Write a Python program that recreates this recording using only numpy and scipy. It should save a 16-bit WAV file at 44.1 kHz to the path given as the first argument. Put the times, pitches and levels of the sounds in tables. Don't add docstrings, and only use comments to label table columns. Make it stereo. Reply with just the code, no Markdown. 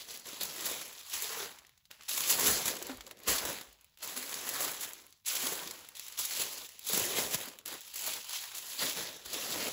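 import sys
import numpy as np
from scipy import signal
from scipy.fft import rfft, irfft, next_fast_len
from scipy.io import wavfile
from scipy.ndimage import uniform_filter1d

SR = 44100
rng = np.random.default_rng(int(sys.argv[2]) if len(sys.argv) > 2 else 0)


def generate_wav(signal):
    frames = np.transpose(np.atleast_2d(signal))
    scaled = np.clip(frames, -1, 1) * 32767
    pcm = np.round(scaled).astype(np.int16)
    wavfile.write(sys.argv[1], SR, pcm)


N = 428652
SIZE = next_fast_len(N)
HZ = np.arange(SIZE // 2 + 1) * SR / SIZE + 1e-3


def from_db(db):
    return 10 ** (np.asarray(db) / 20)


def at_hz(points):
    hz, value = np.transpose(points)
    return np.interp(np.log(HZ), np.log(np.maximum(hz, 1)), value)


def above(edge_hz, steep):
    return 1 / (1 + (edge_hz / HZ) ** steep)


def back(spectra):
    return irfft(spectra, SIZE)[:, :N]


def fade(x, t60):
    return signal.lfilter([1], [1, -from_db(-60 / (t60 * SR))], x + 1e-18)


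def impulses(per_s, spread_db):
    sizes = from_db(spread_db * np.minimum(rng.exponential(1, N), 2.6))
    return sizes * (rng.random(N) < per_s / SR)


def even(x, window_s):
    window = int(window_s * SR)
    power = uniform_filter1d(np.mean(x ** 2, axis=0), window)
    return x / np.sqrt(uniform_filter1d(power, window) + 1e-20)


# frequency in Hz, likeness from 0 to 1.
PORT_LIKENESS = [(60, 0.99), (110, 0.73), (200, 1), (380, 0.72), (700, 0.54), (1290, 0.59), (2380, 0.19),
                 (4400, 0.54), (8120, 0.033), (15000, 0.049)]
# frequency in Hz, left over right in dB.
LEFT_OVER_RIGHT = [(60, -0.5), (250, 3.5), (1000, 0.5), (2500, 3), (5000, 3.5), (8000, -8.5)]
# frequency in Hz, phase in radians.
LEFT_LEAD = [(300, 0.23), (1000, 0.81), (1600, 1), (2600, 0.53), (4000, 0.28), (5600, -0.78)]


def spread(pair):
    mid, side = rfft(pair, SIZE)
    alike = np.clip(at_hz(PORT_LIKENESS), 0, 0.98)
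    both = np.sqrt(1 + alike) * mid + np.sqrt(1 - alike) * side * [[1], [-1]]
    halves = np.array([[0.5], [-0.5]])
    lead = np.exp(1j * at_hz(LEFT_LEAD) * halves)
    return both * lead * from_db(at_hz(LEFT_OVER_RIGHT) * halves) / np.sqrt(2)


# frequency in Hz, level in dB per Hz.
ROOM_COLOUR = [(25, 9), (70, 11), (200, 1.5), (800, -59.5), (2750, -40), (8000, -19), (16000, 0.5)]


def room_tone():
    noise = back(spread(rng.standard_normal((2, N))) * from_db(at_hz(ROOM_COLOUR)))
    return from_db(-69.5 + 3.5) * noise / np.std(noise)


# frequency in Hz, level in dB per Hz.
PAPER_COLOUR = [(25, -25), (64, -19), (138, -14.5), (414, -6), (800, -1), (1000, 2.5), (1250, 0.5),
                (1600, 1), (3600, 4), (7000, -1), (11000, -4), (16000, -5)]
ZONE_EDGES = (600, 2200, 7000)
# time in seconds, crackle level in dB, bulk over crackle in dB.
FEEL_FLAP = [(0.0, -48.5, -16), (0.06, -54.5, -12), (0.106, -48, -12.5), (0.23, -56, -9), (0.25, -53, -14)]
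LIFT_FLAP = [(0.258, -47.5, -7.5), (0.396, -48, -10.5), (0.416, -42.5, -10), (0.522, -46.5, -8.5),
             (0.69, -39.5, -10), (0.896, -50, -10), (1.038, -53.5, -23), (1.128, -45, -28)]
LAY_FLAP = [(1.137, -38, -27), (1.204, -42, -22.5), (1.428, -44, -9.5), (1.698, -72.5, -10.5),
            (1.894, -76, -33), (1.9, -79, 4)]
TOUCH_FRONT = [(1.908, -58.5, -12), (1.988, -64.5, -19), (2.0, -62, -6), (2.078, -56, -31)]
SWEEP_FRONT = [(2.087, -38, -30), (2.112, -39.5, -18.5), (2.268, -37, -18.5), (2.312, -31.5, -13),
               (2.36, -37.5, -7.5), (2.462, -32.5, -6), (2.638, -41.5, -8), (2.688, -36.5, -5.5),
               (2.76, -48.5, -0.5)]
FRONT_SETTLES = [(2.77, -49.5, -4.5), (2.926, -52, 2.5), (3.002, -61, -6), (3.122, -60, 2.5),
                 (3.142, -70, 7), (3.262, -53.5, -2)]
PRESS_DOWN = [(3.274, -38.5, -4), (3.286, -32.5, -6), (3.39, -38, -14.5), (3.42, -42.5, -3.5),
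              (3.492, -39.5, -4), (3.765, -67.5, -10), (3.964, -72, -19), (4.02, -53, -13)]
PULL_SIDE = [(4.028, -43.5, -16), (4.06, -47.5, -10), (4.426, -45.5, -9), (4.644, -40.5, -8),
             (4.78, -48.5, -7.5), (4.832, -42, -18), (4.868, -49, -9), (5.238, -74.5, -19),
             (5.25, -64, -34)]
FOLD_OVER = [(5.262, -41.5, -37), (5.284, -37, -28), (5.346, -41, -15.5), (5.458, -37.5, -12.5),
             (5.608, -45.5, -5), (5.948, -61, -10.5), (5.956, -50.5, -27), (6.17, -52, -18),
             (6.176, -44.5, -34)]
TUCK = [(6.19, -37.5, -22.5), (6.276, -43, -24), (6.374, -40, -12.5), (6.418, -35.5, -12.5),
        (6.458, -42.5, -12.5), (6.644, -48.5, -13), (6.668, -49.5, -16)]
TUCK_SETTLES = [(6.676, -54.5, -17), (6.788, -57, -18), (6.85, -51.5, -17)]
SMOOTH_TOP = [(6.86, -44.5, -23), (6.944, -36.5, -7.5), (7.138, -40, -4.5), (7.194, -35, -4),
              (7.292, -43.5, -2.5), (7.35, -36, -14), (7.368, -45, -7), (7.422, -44.5, -7.5),
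              (7.65, -69, -1)]
PINCH = [(7.657, -48, -14), (7.742, -47.5, -3.5), (7.798, -53, -13), (7.822, -52.5, -22), (7.932, -53, -23)]
DRAW_OUT = [(7.942, -47.5, -23), (8.078, -40.5, -16.5), (8.178, -44, -11), (8.24, -51.5, -25),
            (8.338, -41.5, -26.5), (8.53, -50, -24), (8.54, -51, -16)]
SWING_ROUND = [(8.548, -46.5, -17), (8.606, -47.5, -18.5), (8.77, -44, -22), (8.78, -44, -19)]
LIFT_GOODS = [(8.794, -38, -14), (8.828, -35, -7), (8.902, -37.5, -12.5), (8.938, -42, -15),
              (8.992, -39, -7.5), (9.246, -54.5, -10)]
SHIFT_GOODS = [(9.254, -47, -14.5), (9.374, -41, -5.5), (9.41, -40.5, -10.5), (9.682, -38, -2.5),
               (9.71, -44, -6), (9.72, -42, -10.5)]
# start in seconds, rustle in dB, crispness in dB.
PAPER_IN_GRIP = [(0, -3, -1.1), (.95, 3, -0.6), (2.08, -1.7, -0.6), (3.27, 0, -1.5), (4.02, 1.5, 1.5),
                 (5.25, 0, 0.8), (5.4, -0.1, 0.2), (6.3, -3, -0.74), (7.4, -0.7, 0.5), (7.9, -0.5, 0),
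                 (8.22, 3, -1), (8.54, -0.8, 0), (8.79, -3.5, -4)]


def crinkle():
    s, crackle_db, bulk_db = np.transpose(
        FEEL_FLAP + LIFT_FLAP + LAY_FLAP + TOUCH_FRONT + SWEEP_FRONT + FRONT_SETTLES
        + PRESS_DOWN + PULL_SIDE + FOLD_OVER + TUCK + TUCK_SETTLES + SMOOTH_TOP
        + PINCH + DRAW_OUT + SWING_ROUND + LIFT_GOODS + SHIFT_GOODS)
    since, layers_db, fresh_db = np.transpose(PAPER_IN_GRIP)
    grip = np.maximum(np.searchsorted(since, s) - 1, 0)
    harder_db = crackle_db + 46
    rustle_db = layers_db[grip] - 1 + 0.47 * bulk_db
    crisp_db = fresh_db[grip] + 2 + 0.25 * harder_db

    t = np.arange(N) / SR
    worked_db = np.interp(t, s, crackle_db)
    dense = 1.9 * from_db(0.25 * (worked_db + 46))
    fine = fade(impulses(1500, spread_db=1.0), 0.00098)
    coarse = fade(impulses(140, spread_db=3.5), 0.0058)
    clicks = (fine + coarse + dense) * rng.standard_normal((2, N))
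    spectra = spread(clicks) * from_db(at_hz(PAPER_COLOUR))

    low, middle, high = (above(hz, 8) for hz in ZONE_EDGES)
    steady, quick = from_db(worked_db), folds()
    shared = fade(impulses(110, spread_db=3.0), 0.017)
    # zone, level over crackle in dB, trim in dB, share of folds, of cracks, of brightness.
    zones = [(middle - high, 0 * s, -1.5, 0.36, 0.48, -0.6),
             (1 - low, bulk_db, -1.0, 0.46, 0.26, -0.5),
             (low - middle, rustle_db, 0.0, 0.63, 0.46, -0.82),
             (high, crisp_db, 7.5, 2.24, 0.68, 0.43)]
    out = 0
    for zone, over_db, trim_db, fold_share, crack_share, bright_share in zones:
        own = fade(impulses(131, spread_db=9.5), 0.066)
        clumps = 10.7 + shared + 0.41 * own
        effort = steady + fold_share * quick + crack_share * cracks(bright_share)
        gain = effort * from_db(np.interp(t, s, over_db) + trim_db)
        out = out + even(clumps * back(spectra * zone), 0.19) * gain
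    hollow_hz = 430 * 2 ** (7 * bulk_db)
    return sheet_shape(out, s, hollow_hz)


# time in seconds, level in dB, brightness in dB.
CRACKS_FRONT = [(0.016, -41, 3), (0.0249, -51, 0), (0.0863, -37, -4), (0.106, -37, -4), (0.1397, -32, 3),
                (0.1492, -37, 1), (0.1596, -35, 1), (0.1956, -38, 15), (0.2673, -41, 21), (0.2868, -32, 9),
                (0.3682, -41, -2), (0.4096, -30.5, 2), (0.4515, -33, 8), (0.4954, -39, -2),
                (0.5088, -39, -1), (0.6066, -27, -1), (0.6632, -23, -13), (0.813, -33, -12),
                (0.8541, -37, 7), (0.876, -44, 5), (0.8955, -45, 13), (0.9269, -46, 3), (0.9902, -34, 1),
                (0.9977, -38, -1), (1.0072, -39, -13), (1.0302, -45, -10), (1.0965, -38, 10),
                (1.2247, -41, 8), (1.2367, -41, -1), (1.327, -41, -4), (1.4302, -46, -9), (1.4575, -35, -6),
                (2.0914, -30.5, -7), (2.176, -20, -7), (2.2046, -23, -10), (2.3013, -33, -1),
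                (2.3117, -37, 5), (2.3951, -27, 14), (2.4674, -20, 2), (2.6555, -24, -9), (2.6814, -27, 0),
                (2.766, -23, 1), (2.7862, -38, 10), (3.075, -39, 10)]
CRACKS_FOLD = [(3.2805, -33, 0), (3.382, -25, 3), (3.4514, -22, -7), (3.4951, -45, -2), (3.611, -26, -1),
               (4.031, -42, 4), (4.0425, -33, -6), (4.075, -36, 16), (4.0967, -40, 4), (4.1635, -30, -5),
               (4.173, -34, -13), (4.226, -30, -15), (4.2927, -41, 15), (4.3272, -30.5, -5),
               (4.352, -35, 5), (4.473, -34, -8), (4.49, -25.5, 11), (4.537, -27, 5), (4.5596, -30, -2),
               (4.6065, -37, 0), (4.646, -24.5, 5), (4.6773, -29, -7), (4.7148, -30, 11), (4.7412, -39, 8),
               (4.809, -31, 17), (4.8325, -34, 19), (4.846, -33, 10), (5.2835, -28, 10), (5.3583, -36, -12),
               (5.4681, -27, -7), (5.616, -39, -3), (5.846, -43, -12), (6.1896, -36, -5), (6.2515, -25, 9)]
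CRACKS_LIFT = [(6.3087, -23, -7), (6.3181, -30, -3), (6.3945, -34, 1), (6.4144, -37, -8), (6.527, -34, 2),
               (6.5795, -32, 8), (6.6545, -38, 1), (6.6639, -46, 1), (6.8375, -39, 13), (6.8465, -31, 9),
               (6.8878, -27, 12), (6.9432, -29, 18), (6.9746, -18, 0), (6.9955, -24, 14), (7.0505, -28, 12),
               (7.1862, -36, 9), (7.3518, -34, 2), (7.7205, -41, 5), (7.7289, -51, -2), (7.9385, -32, 10),
               (7.9599, -34, 4), (7.9893, -26, 2), (8.0397, -33, 14), (8.0642, -27, -1), (8.134, -27, 7),
               (8.2253, -42, 4), (8.2443, -28, -1), (8.2926, -29, 4), (8.3061, -29, -5), (8.3322, -36, -18),
               (8.356, -36, -8), (8.4383, -40, -9), (8.5155, -33, -9), (8.5461, -53.5, 5), (8.5695, -29, 3),
               (8.5815, -25, 3), (8.8314, -28, 3), (8.8544, -22, 6), (8.8953, -25, 5), (9.012, -27, -5),
               (9.1652, -43, 6), (9.2225, -46.5, -3), (9.2375, -44.5, -2), (9.2585, -30, 8),
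               (9.3324, -30, 15), (9.3383, -32, -1), (9.523, -26, 3.5), (9.68, -38, 1)]


def cracks(bright_share):
    s, db, bright_db = np.transpose(CRACKS_FRONT + CRACKS_FOLD + CRACKS_LIFT)
    rise_s, t60_s, usual_bright_db = 0.0031, 0.019, -2.5
    clicks, t = np.zeros(N), np.arange(2000) / SR
    clicks[(s * SR).astype(int)] = from_db(db + bright_share * (bright_db - usual_bright_db))
    shape = from_db(-60 * t / t60_s) * (1 - np.exp(-t / rise_s))
    return signal.fftconvolve(clicks, shape)[:N]


# time in seconds, peak in dB, centre in Hz, crispness in dB.
FINGER_SNAPS = [(0.124, -32, 3170, -19), (0.174, -27, 5150, -11), (0.433, -19.5, 4300, -5),
                (1.137, -20, 6440, -23), (4.891, -41, 3290, 0), (4.934, -36, 2350, 2),
                (5.1053, -49, 4310, -4), (5.1257, -35.5, 4610, -20), (5.249, -35, 3260, -21),
                (5.0664, -41.5, 2500, -7), (5.675, -20.5, 4060, -18), (5.71, -18.5, 4760, -23),
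                (4.342, -15, 5200, -27), (5.8694, -39.5, 4430, -23), (5.8885, -29.5, 2850, -10),
                (5.9524, -30, 4280, -23), (5.996, -21, 4370, -16), (6.066, -28, 4300, -16),
                (6.0832, -25, 4710, -10), (6.1234, -25, 4950, -22), (6.6906, -29, 4390, -15),
                (6.7197, -37, 2550, -10), (6.793, -29.5, 3890, -7), (7.4575, -30, 3920, -8),
                (7.4848, -24, 4340, -17), (7.588, -28.5, 3320, -12), (7.6596, -23, 4000, -11),
                (7.679, -26, 3280, -7), (7.808, -36, 3540, -4), (7.8777, -32, 3530, -13)]
# time in seconds, peak in dB, centre
# in Hz, crispness in dB.
MORE_SNAPS = [(1.5867, -29.5, 4530, -30), (1.649, -36, 1960, -28), (1.6674, -39, 5060, -30),
              (1.6933, -40, 2170, -15), (1.7767, -42, 4470, -31), (1.854, -39, 4130, -28),
              (1.9125, -25, 2830, -18), (1.9954, -38, 1590, -28), (2.0097, -29, 2740, -26),
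              (2.022, -32, 2750, -24), (2.0344, -32, 2790, -16), (2.0566, -40, 2790, -18),
              (2.7538, -27, 3840, -10), (2.8256, -19, 6470, -21), (2.869, -30, 3810, -4),
              (2.9724, -36, 2110, -9), (3.008, -20.5, 2780, -33), (3.066, -27, 4030, -21),
              (3.1088, -38, 2740, -31), (3.1117, -24.5, 2750, -14.5), (3.171, -37, 4000, -27),
              (3.1815, -40, 3000, -24), (3.19, -39, 6400, -25), (3.202, -36, 2080, -11),
              (3.2346, -36, 4080, -7), (3.728, -42, 5620, -7), (3.811, -42.5, 6480, -14),
              (3.845, -40, 2400, -10), (3.974, -37, 2820, -18), (3.987, -45, 3420, -7)]


def snaps():
    events = MORE_SNAPS + FINGER_SNAPS
    out, t = np.zeros((2, N)), np.arange(2400) / SR
    chance = rng.standard_normal((len(events), 3, len(t)))
    bright = signal.butter(3, 7000, "high", fs=SR, output="sos")
    tick_fall = from_db(-60 * t / 0.0029) + 0.38 * from_db(-60 * t / 0.025)
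    for (s, db, hz, crisp_db), noise in zip(events, chance):
        pop = np.sin(2 * np.pi * hz * t) * from_db(-60 * t * hz / 9.2)
        tick = from_db(crisp_db + 18.0) * signal.sosfilt(bright, noise[2]) * tick_fall
        colour = signal.butter(1, [hz / 1.44, min(hz * 2.13, 18000)], "band", fs=SR)
        scatter = signal.lfilter(*colour, noise[:2] + 0.53 * noise[2]) * from_db(1 - 60 * t / 0.027)
        i = round(s * SR)
        out[:, i:i + len(t)] += from_db(db - 10.5) * (pop + tick + scatter)
    return out * from_db([[1.3], [-1.3]])


def bedroom(x):
    t = np.arange(12000) / SR
    dull = signal.lfilter([0.4], [1, -0.6], rng.standard_normal((2, len(t))))
    tail = dull * from_db(-60 * t / 0.2) * (t > 0.004)
    tail = tail / np.sqrt(np.sum(tail ** 2, axis=1, keepdims=True))
    return signal.fftconvolve(x, tail, axes=1)[:, :N]


# time in seconds, peak in dB, t60 in seconds.
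FOLDS_GIVING_WAY = [(0.407, -26, 0.04), (0.434, -46, 0.045), (0.658, -18, 0.04), (1.2206, -25, 0.059),
                    (2.0854, -48, 0.098), (2.172, -21, 0.058), (2.2039, -24, 0.027), (2.297, -31, 0.31),
                    (2.465, -20.5, 0.33), (2.654, -26, 0.07), (3.278, -41, 0.052), (4.163, -31.5, 0.19),
                    (4.225, -29, 0.031), (4.4747, -41, 0.055), (4.6059, -30, 0.089), (5.353, -21, 0.024),
                    (5.4675, -36, 0.076), (6.1865, -38, 0.028), (6.3081, -41, 0.07), (6.867, -25.5, 0.14),
                    (6.931, -16.5, 0.034), (7.343, -15, 0.022), (7.956, -25, 0.13), (8.0694, -24, 0.027),
                    (8.5455, -42, 0.23), (9.33, -25, 0.11), (9.5018, -27, 0.089)]


def folds():
    out, t = np.zeros(N), np.arange(9000) / SR
    for s, db, t60 in FOLDS_GIVING_WAY:
        i = round(s * SR)
        fold = from_db(db - 19.5 - 60 * t / t60) * (1 - np.exp(-t / 0.0011))
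        out[i:i + len(t)] += fold[:N - i]
    return out


# time in seconds, half length in seconds, centre in Hz, lift in dB, width in octaves.
SLIDING_SWISHES = [(0.417, .04, 3980, 5.5, .3), (1.98, 0.08, 2780, 6, 0.11), (2.57, 0.033, 6560, 4, 0.48),
                   (4.553, .04, 4300, 3.5, 0.28), (4.62, 0.054, 1120, 4, 0.22),
                   (5.05, 0.071, 320, 14, 0.33), (5.34, .07, 3000, 3.5, 0.45),
                   (6.978, 0.051, 6800, 2, 0.49), (7.205, .06, 450, 0.5, 0.43),
                   (8.12, .06, 3200, 2.5, 0.44), (8.354, .1, 3600, 4.5, 0.36)]


def sheet_shape(x, s, hollow_hz):
    hz, t, frames = signal.stft(x, SR, nperseg=1024)
    hz = hz[:, None]
    octaves = np.log2((hz + 1) / np.exp(np.interp(t, s, np.log(hollow_hz))))
    pocket_db = 1.53 * np.exp(-(octaves / 0.087) ** 2)
    shapes = uniform_filter1d(rng.standard_normal((28, len(t))), size=5) * np.sqrt(5)
    third_octave = np.clip(3 * np.log2((hz[:, 0] + 1) / 40), 0, 27).astype(int)
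    patches_db = 1.45 * shapes[third_octave] * (hz < 6400)
    frames = frames * from_db(pocket_db + patches_db)
    for at, half_s, centre_hz, lift_db, width in SLIDING_SWISHES:
        band = (np.log2((hz + 1) / centre_hz) / width) ** 2
        frames = frames * from_db(lift_db * np.exp(-band - ((t - at) / half_s) ** 2))
    return signal.istft(frames, SR, nperseg=1024)[1][:, :N]


# time in seconds, peak in dB, pitch in Hz, t60 in seconds, pitch sag from 0 to 1.
BOX_THUDS = [(0.421, -51, 197, 0.2, 0.03), (1.127, -54, 372, 0.21, 0.03), (2.485, -42, 92, 0.32, 0.18),
             (2.893, -34, 283, 0.17, 0.05), (3.284, -39, 79, 0.26, 0.16), (4.164, -45.5, 255, 0.22, 0.01),
             (6.933, -34.5, 200, 0.11, 0.06), (7.015, -41, 110, .12, 0.02), (7.344, -32, 235, 0.059, 0.56),
             (7.475, -41, 266, 0.066, 0), (8.962, -47, 190, 0.17, 0.1), (9.261, -52, 78, .13, 0.24),
             (0.44, -55.5, 85, .12, .1), (1.15, -58, 70, .2, 0), (2.945, -51, 101, .12, .05),
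             (2.98, -48, 50, .2, 0), (3.44, -43, 66, .15, .05), (3.68, -58, 55.5, 0.33, .02),
             (6.2, -59, 90, .2, 0.16)]
# time in seconds, peak in dB, pitch in Hz.
SHEET_FLAPS = [(0.618, -40, 328), (1.222, -39, 417), (1.243, -39, 423), (1.302, -37, 450),
               (1.327, -42, 467), (1.37, -34, 460), (1.398, -30.5, 422), (1.425, -33.5, 414),
               (1.456, -36.5, 480), (2.815, -35, 364), (3.07, -42, 540), (3.427, -36, 610),
               (5.436, -33, 265), (5.52, -34, 430), (6.897, -33.5, 444), (7.001, -29, 400),
               (7.107, -32, 397), (7.179, -46, 430), (8.076, -34, 647), (8.791, -43, 323)]


def thuds():
    out, t = np.zeros(N), np.arange(9000) / SR
    flaps = [(s, db - 3.5, hz, 0.07, 0.02) for s, db, hz in SHEET_FLAPS]
    blows = BOX_THUDS + flaps
    dull = signal.butter(1, [350, 1400], "band", fs=SR)
    knocks = signal.lfilter(*dull, rng.standard_normal((len(blows), len(t))))
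    knocks = knocks * from_db(10 - 60 * t / 0.14)
    for (s, db, hz, t60, sag), knock in zip(blows, knocks):
        pitch = hz * (1 - 2 * sag * np.minimum(t / 0.032, 1))
        ring = np.sin(2 * np.pi * np.cumsum(pitch) / SR)
        i = round(s * SR)
        out[i:i + len(t)] += from_db(db - 60 * t / t60) * (1 - np.exp(-t / 0.0027)) * (ring + knock)
    return out * from_db([[1.1], [-1.1]])


def scene():
    pops = snaps()
    return crinkle() + pops + from_db(-13) * bedroom(pops) + thuds() + room_tone()


def roll_off(x):
    return signal.sosfilt(signal.butter(12, 16970, fs=SR, output="sos"), x)


def record(dry):
    one_port_hz, comb_hz, in_phase_hz = 6400, 4300, 11160
    spectra = rfft(dry, SIZE)
    shared = above(one_port_hz, 14)
    turn = 2 * np.pi * (HZ - in_phase_hz) / comb_hz
    lead = np.exp(1j * (turn - 0.3 * np.sin(2 * turn)))
    loose = 0.4 * np.sin(turn) ** 2
    right = np.sqrt(1 - loose ** 2) * lead * spectra[0] + loose * spectra[1] / 2
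    spectra = (1 - shared) * spectra + shared * np.array([spectra[0], right])
    passband = (1 - above(15740, 300)) * above(32, 3.9)
    mix = back(spectra * passband)
    return roll_off(mix)


dry = scene()
out = record(dry)
generate_wav(out)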